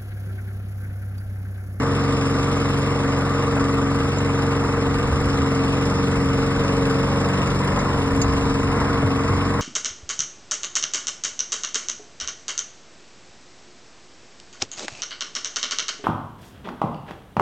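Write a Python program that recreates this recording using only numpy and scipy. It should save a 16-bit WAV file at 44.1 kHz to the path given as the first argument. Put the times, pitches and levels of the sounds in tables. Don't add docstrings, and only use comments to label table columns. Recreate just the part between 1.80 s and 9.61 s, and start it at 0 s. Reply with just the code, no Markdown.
import sys
import numpy as np
from scipy import signal
from scipy.fft import rfft, irfft, next_fast_len
from scipy.io import wavfile
from scipy.ndimage import uniform_filter1d

SR = 44100
rng = np.random.default_rng(int(sys.argv[2]) if len(sys.argv) > 2 else 0)


def digitize_waveform(pressure):
    field = np.atleast_2d(pressure).T
    bounded = np.clip(field, -1, 1)
    quanta = np.round(bounded * 32767).astype(np.int16)
    wavfile.write(sys.argv[1], SR, quanta)


N = 344421


def amp(db):
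    return 10 ** (np.asarray(db) / 20)


def unit_rms(x):
    return x / np.sqrt(np.mean(x ** 2) + 1e-20)


def spectrum_at(points, hz):
    f, value = np.transpose(points)
    return np.interp(np.log(hz + 1), np.log(f + 1), value)


def control(points, column=1):
    rows = np.array(points)
    return np.interp(np.arange(N) / SR, rows[:, 0], rows[:, column])


def add(mix, s, sound):
    part = mix[round(s * SR):][:len(sound)]
    part += sound[:len(part)]


def drift(rate_hz, count):
    steps = rng.standard_normal((count, N // 1024 + 2))
    smooth = uniform_filter1d(steps, max(1, round(SR / 1024 / rate_hz)), axis=1)
    at = np.arange(0, N, 16) / 1024
    return np.array([np.interp(at, np.arange(len(row)), unit_rms(row)) for row in smooth])


def resonate(x, hz, *widths_hz):
    turn = np.exp(2j * np.pi * np.cumsum(hz * np.ones(N)) / SR)
    for width in widths_hz:
        pole = np.exp(-np.pi * width / SR)
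        x = (turn * signal.lfilter([1 - pole], [1, -pole], x / turn)).real
    return unit_rms(x)


def noise(points, patchy_db):
    hz = np.fft.rfftfreq(1024, 1 / SR)
    a, b, c, d, patches = rng.standard_normal((N // 256 + 5, 513, 5)).T
    patches = unit_rms(uniform_filter1d(uniform_filter1d(patches, 12, axis=0), 8, axis=1))
    colour = amp(spectrum_at(points, hz)[:, None] + patchy_db * patches)
    frames = np.array([a + 1j * b, c + 1j * d]) * colour
    return unit_rms(signal.istft(frames, nperseg=1024, noverlap=768)[1][:, :N])


# (time [s], level [dB])
WIND_LEVEL = [(0, -46), (1.9, -48), (2.3, -44), (2.8, -50), (3.3, -27), (3.8, -39), (4.5, -29), (5.2, -39),
              (5.9, -31), (6.5, -26), (7, -29), (7.5, -38), (7.81, -44)]
# (frequency [Hz], relative level [dB])
WIND_SPECTRUM = [(20, -20), (40, 8), (60, -9), (110, -1.5), (250, -30), (600, -76)]

def breeze():
    return amp(control(WIND_LEVEL)) * noise(WIND_SPECTRUM, patchy_db=0)


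# (time [s], level [dB], final pitch [Hz], rise time [s])
GUSTS = [(0.11, -30, 78, 0.018), (2.195, -18, 76, 0.023), (3.078, -28, 64.5, .016),
         (3.323, -10.5, 72, 0.013), (3.457, -22, 65, 0.017), (3.578, -17.5, 69.5, 0.026),
         (4.224, -31, 80, .016), (4.445, -17, 78.4, 0.012), (5.75, -34, 81, 0.018), (6.155, -27, 55, 0.015),
         (6.32, -21, 70, 0.017), (6.388, -11.5, 105, 0.014), (6.488, -16, 71, 0.012),
         (7.235, -14, 94.4, 0.021), (7.496, -16.5, 91.6, 0.02), (7.558, -24, 60, 0.016)]

def gust_thumps(sag=.6):
    out = np.zeros(N)
    for s, db, hz, rise in GUSTS:
        t = np.arange(0, 6 * rise, 1 / SR)
        push = t / rise * np.exp(1 - t / rise)
        phase = 2 * np.pi * hz * (t - sag * rise * np.exp(-t / rise))
        add(out, s - .005, amp(db) * push ** 2 * np.sin(phase))
    return out


# (time [s], peak level [dB])
TICKS = [(0.064, -40), (0.544, -42), (1.386, -29), (1.799, -40), (2.384, -25), (3.748, -28), (4.055, -32),
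         (4.098, -36), (4.575, -37), (4.663, -35), (4.794, -40), (4.887, -35), (5.03, -35), (5.098, -38),
         (5.202, -32), (5.231, -34), (5.4, -35), (5.486, -31), (5.617, -38), (5.67, -27), (5.789, -38),
         (5.99, -25), (6.416, -15.5), (6.654, -42), (6.743, -40), (6.829, -36), (7.349, -42)]
# (frequency [Hz], relative level [dB], time to fall 60 dB [s])
DECK_MODES = [(1600, -3, .04), (2164, 1, .09), (2800, 4, .03), (3935, -8, .04), (4800, 3, .03),
              (5300, 4, .03), (5800, 1, .03), (6370, -3, .04), (6580, -1, .045), (6730, 3, .055),
              (7100, -1, .035), (7420, -3, .045), (8300, -9, .03), (10200, -7, .03)]

def metallic_ticks():
    out, t = np.zeros(N), np.arange(3000) / SR
    for s, peak_db in TICKS:
        detune = 1 + .004 * rng.standard_normal(len(DECK_MODES))
        louder_db = 2 * rng.standard_normal(len(DECK_MODES))
        ring = sum(amp(db + louder_db[k] - 60 * t / t60) * np.sin(2 * np.pi * hz * detune[k] * t)
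                   for k, (hz, db, t60) in enumerate(DECK_MODES))
        rattle = rng.standard_normal(len(t)) * np.minimum(t / .0015, 1) * np.exp(-t / .005)
        click = 9 * np.diff(rattle, prepend=0)
        hit = signal.fftconvolve(rattle, ring)[:len(t)] + click
        add(out, s - .001, amp(peak_db) * hit / abs(hit).max())
    return out


# (time [s], firing rate [Hz])
FIRING_RATE = [(0.0, 22.98), (0.24, 23.17), (0.46, 22.86), (0.68, 23.17), (0.93, 23.03), (1.09, 23.24),
               (1.27, 22.92), (1.6, 23.19), (1.98, 22.91), (2.33, 23.23), (2.58, 22.99), (2.85, 23.18),
               (3.06, 22.96), (3.36, 23.26), (3.75, 22.75), (3.93, 22.92), (4.12, 23.19), (4.57, 22.8),
               (4.85, 23.2), (5.12, 22.67), (5.36, 23.25), (5.6, 23.32), (5.78, 23.11), (5.97, 23.64),
               (6.25, 22.9), (6.85, 22.96), (7.05, 23.37), (7.3, 22.74), (7.57, 23.29), (7.81, 23.21)]
# (time [s], rolling [0 to about 1], turned from the microphone [0-1])
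MOWER_MOTION = [(0, 0.3, 0.14), (1.7, 0.47, 0.26), (3.0, 0.1, 0.2), (3.45, 0.77, 0.6), (4.15, 0.34, 0.13),
                (4.6, 0.4, 0), (4.95, 1, 0.5), (5.2, 0.76, 0), (5.6, 1.1, 0.95), (6.0, 0.92, 0.72),
                (6.4, 0.2, 0.3), (7.0, 0.4, 0.8), (7.81, 0, 0.56)]

def level_db(rule, governed_hz=23.05):
    base_db, db_per_hz, rolling_db, turned_db = rule
    overspeed_hz = uniform_filter1d(control(FIRING_RATE), round(.1 * SR)) - governed_hz
    rolling, turned = control(MOWER_MOTION, 1), control(MOWER_MOTION, 2)
    return base_db + db_per_hz * overspeed_hz + rolling_db * rolling + turned_db * turned


def swell(depth_db=.57):
    return amp(depth_db * np.repeat(drift(rate_hz=4, count=1)[0], 16)[:N])


# (place [cycles], decay [cycles], roar [dB], casing hiss [dB], low ring [dB], high ring [dB])
CYCLE_KNOCKS = [(.1, .03, -1, 2, -6, 3), (.3, .04, 0, -9, -9, -9), (.46, .13, -3, 4, 10, 5),
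                (.6, .07, -1, -6, 1, -6), (.74, .05, 0, 1, -3, 14), (.81, .04, 0, 2, 4, 0),
                (.93, .05, -6, -2, 8, 0)]

def knock_gain(cycles, part, uneven_db):
    power = np.ones(N)
    strength = rng.standard_normal((int(cycles[-1]) + 2, len(CYCLE_KNOCKS)))
    for k, (place, decay, *db) in enumerate(CYCLE_KNOCKS):
        since = cycles + 1 - place
        jump = amp(db[part] + uneven_db * strength[:, k]) ** 2
        power += jump[since.astype(int)] * np.exp(-(since % 1) / decay)
    return unit_rms(np.sqrt(uniform_filter1d(power, 100)))


# (frequency [Hz], width [Hz], level against the hiss [dB])
FIN_RINGS = [(5160, 60, -20), (5340, 60, -22)]
# (time [s], decay [s], boost [dB])
FIN_FLARES = [(4.056, 0.08, 11), (5.23, .08, 7), (6.712, .12, 6)]

def cooling_fins(hiss, waver_db=2.5):
    t = np.arange(N) / SR
    waver = np.repeat(drift(rate_hz=3, count=len(FIN_RINGS)), 16, axis=1)[:, :N]
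    flare_db = sum(db * (t > s) * np.exp(-np.maximum(t - s, 0) / decay) for s, decay, db in FIN_FLARES)
    return sum(amp(db + flare_db + waver_db * waver[k]) * resonate(hiss, hz, width)
               for k, (hz, width, db) in enumerate(FIN_RINGS))


# (frequency [Hz], relative level [dB])
CASING_SPECTRUM = [(900, -50), (1700, -9), (2250, -6), (2600, -3), (3300, -6), (4200, -10.5), (5300, -9),
                   (6300, -12), (7000, -15), (8800, -21), (10000, -18), (10900, -22), (11300, -31),
                   (11800, -42)]
# (frequency [Hz], width [Hz], level against the hiss [dB])
CASING_RINGS = [(2620, 300, -6.5), (10050, 900, -13.5)]
# (base level [dB], overspeed [dB/Hz], rolling [dB], turned away [dB])
CASING_LEVEL = (-37.5, 0.5, 2, -1)

def valve_clatter(cycles):
    hiss = noise(CASING_SPECTRUM, patchy_db=1.5) * knock_gain(cycles, part=1, uneven_db=2)
    metal = hiss + cooling_fins(hiss)
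    for k, (hz, width, db) in enumerate(CASING_RINGS):
        drive = rng.standard_normal((2, N)) * knock_gain(cycles, part=2 + k, uneven_db=3)
        metal += amp(db) * resonate(drive, hz, width, width)
    return amp(level_db(CASING_LEVEL)) * swell() * metal


# (frequency [Hz], relative level [dB])
AIR_SPECTRUM = [(18, -50), (35, -12), (58, 0), (80, -10), (104, -13), (128, -21.5), (181, -6), (225, -5),
                (265, 0), (290, -10), (325, -13), (400, -11), (430, -7), (461, -1.5), (500, -7), (545, -13),
                (640, -9.5), (860, -9.5), (1000, -7), (1300, -7), (1500, -13), (2070, -16), (2400, -22),
                (3100, -92)]
# (time [s], frequency [Hz], relative level [dB])
DECK_HOLLOW = [(0, 1172, -7), (4.6, 1200, -17.5), (5.1, 1080, -29), (5.58, 1075, -11), (5.8, 1050, -14),
               (6.0, 1040, -11), (6.25, 1018, -7.5), (6.9, 1047, -8.5), (7.1, 1085, -12), (7.35, 1110, -11),
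               (7.81, 1085, -8)]
# (base level [dB], overspeed [dB/Hz], rolling [dB], turned away [dB])
AIR_LEVEL = (-28.5, 0.5, 0.2, 1.6)

def blade_roar(cycles, air_db=1, width_hz=75):
    air = amp(air_db) * noise(AIR_SPECTRUM, patchy_db=1.08)
    hollow_hz, hollow_db = control(DECK_HOLLOW, 1), control(DECK_HOLLOW, 2)
    hollow = amp(hollow_db) * resonate(rng.standard_normal((2, N)), hollow_hz, width_hz, width_hz)
    gain = amp(level_db(AIR_LEVEL)) * swell() * knock_gain(cycles, part=0, uneven_db=1.5)
    return gain * (air + hollow)


# (place [cycles], relative level [dB])
CYCLE_POPS = [(.066, -8), (.2, -8), (.304, -3), (.554, -5), (.708, 1), (.785, 0), (.83, -5), (.938, -7),
              (.996, -5)]
# (frequency [Hz], width [Hz], level against the hollow [dB])
SILENCER_RINGS = [(610, 110, -5), (1400, 140, -9)]

def exhaust_pops(cycles, rms_db=-36, uneven_db=1.5, hollow_width_hz=230):
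    train = np.zeros(N)
    strength = rng.standard_normal((int(cycles[-1]) + 2, len(CYCLE_POPS)))
    for k, (place, db) in enumerate(CYCLE_POPS):
        at = np.searchsorted(cycles, np.arange(cycles[-1] - 1) + place)
        train[at] += amp(db + uneven_db * strength[:len(at), k])
    rings = [(control(DECK_HOLLOW), hollow_width_hz, 0)] + SILENCER_RINGS
    ringing = sum(amp(db) * resonate(train, hz, width, 1.4 * width) for hz, width, db in rings)
    return amp(rms_db) * unit_rms(ringing)


MOVING_NOTES = (4, 12, 20, 24)
# (base level [dB], overspeed [dB/Hz], rolling [dB], turned away [dB])
MOVING_LEVELS = [(-28.5, 6, -2.5, 0.2), (-25.5, -12.5, -2, -1), (-30, -7, 0.5, -4.5), (-47.5, 8, 19, -15)]
RACING_SLOPES = [-4, -3, -10, 13]
# (multiple of the firing rate, level [dB])
STEADY_NOTES = [(2, -34.5), (3, -39), (5, -34), (7, -41.5), (9, -34), (10, -42), (11, -42), (13, -46),
                (14, -44), (15, -41), (16, -42), (17, -48), (18, -42), (19, -41), (21, -40.5), (22, -46),
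                (26, -51), (28, -52), (34, -52)]
# (time [s], 6th multiple [dB], 8th multiple [dB])
SIXTH_AND_EIGHTH = [(0, -26.5, -41), (3.4, -27.5, -40), (3.8, -26.5, -36), (4.2, -28, -27),
                    (4.65, -27, -35), (5.0, -27.5, -30), (5.2, -26.5, -33), (5.55, -27.5, -26.5),
                    (5.8, -28, -30), (5.95, -29.5, -29.5), (6.1, -28.5, -34), (6.85, -29.5, -37),
                    (7.0, -30.5, -35), (7.81, -30, -34)]
SHAFT_SMEAR = (.589, -.036, -.275)
FIRING_SMEAR = (.849, -.055, -.249)

def engine_hum(cycles, racing_hz=23.3, waver_db=.7, wobble_rad=.06):
    excess_hz = np.maximum(control(FIRING_RATE) - racing_hz, 0)
    notes = [(k, (level_db(rule) + slope * excess_hz)[::16])
             for k, rule, slope in zip(MOVING_NOTES, MOVING_LEVELS, RACING_SLOPES)]
    notes += STEADY_NOTES
    notes += [(6, control(SIXTH_AND_EIGHTH, 1)[::16]), (8, control(SIXTH_AND_EIGHTH, 2)[::16])]
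    wander = drift(rate_hz=9, count=2 * len(notes))
    out = 0
    for (k, db), wobble, waver in zip(notes, wander[::2], wander[1::2]):
        shift, spread, start = FIRING_SMEAR if k % 2 else SHAFT_SMEAR
        turns = k * (cycles[::16] + shift) + spread * k * k + start
        out += np.sqrt(2) * amp(db + waver_db * waver) * np.cos(2 * np.pi * turns + wobble_rad * wobble)
    return signal.resample_poly(out, 16, 1)[:N]


def scene():
    cycles = np.cumsum(control(FIRING_RATE)) / SR
    direct = engine_hum(cycles) + gust_thumps()
    echo = np.roll(direct, round(.013 * SR))
    in_both_rows = blade_roar(cycles) + valve_clatter(cycles) + metallic_ticks() + breeze()
    return in_both_rows + np.array([direct + exhaust_pops(cycles), echo])


# (frequency [Hz], likeness [0-1])
STEREO_LIKENESS = [(80, .975), (130, .99), (450, .985), (620, .72), (1700, .99), (2250, .6), (2500, .97),
                   (3200, .95), (3700, .2), (4500, .7), (5400, .8), (5800, 1), (6500, 1), (6900, .5),
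                   (7300, 1), (8900, 1), (9300, .4), (9700, 1), (11000, 1), (11300, .6), (11500, 1)]
# (frequency [Hz], lead of the left [half turns])
STEREO_LEAD = [(60, -.02), (430, -.04), (600, -.1), (900, -.06), (1800, .01), (2150, .29), (2450, .95),
               (2850, .9), (3300, .93), (3650, .8), (3790, .36), (4400, .85), (5050, .52), (5750, 1),
               (6600, 1), (7000, 2), (9000, 2), (9700, 3), (11100, 3), (11500, 4)]
# (frequency [Hz], left minus right [dB])
STEREO_BALANCE = [(60, 0), (150, 0), (300, .7), (600, .1), (1200, 1.6), (2000, -.5), (2500, 0), (11500, 0)]

def record(dry):
    low_cut_hz, top_hz = 41, 11850
    size = next_fast_len(N + 4096)
    hz = np.fft.rfftfreq(size, 1 / SR)
    low_cut = hz ** 2 / np.sqrt(hz ** 4 + low_cut_hz ** 4)
    shared, right_only = rfft(dry, size) * low_cut
    likeness = np.clip(spectrum_at(STEREO_LIKENESS, hz), 0, 1)
    skew = np.exp(.5j * np.pi * spectrum_at(STEREO_LEAD, hz)) * amp(spectrum_at(STEREO_BALANCE, hz) / 2)
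    left = shared * skew
    right = (likeness * shared + np.sqrt(1 - likeness ** 2) * right_only) / skew
    stereo = irfft([left, right], size)[:, :N]
    low_pass = signal.firwin(511, top_hz, window=("kaiser", 9), fs=SR)
    return signal.oaconvolve(stereo, low_pass[None], "same")


dry = scene()
out = record(dry)
digitize_waveform(out)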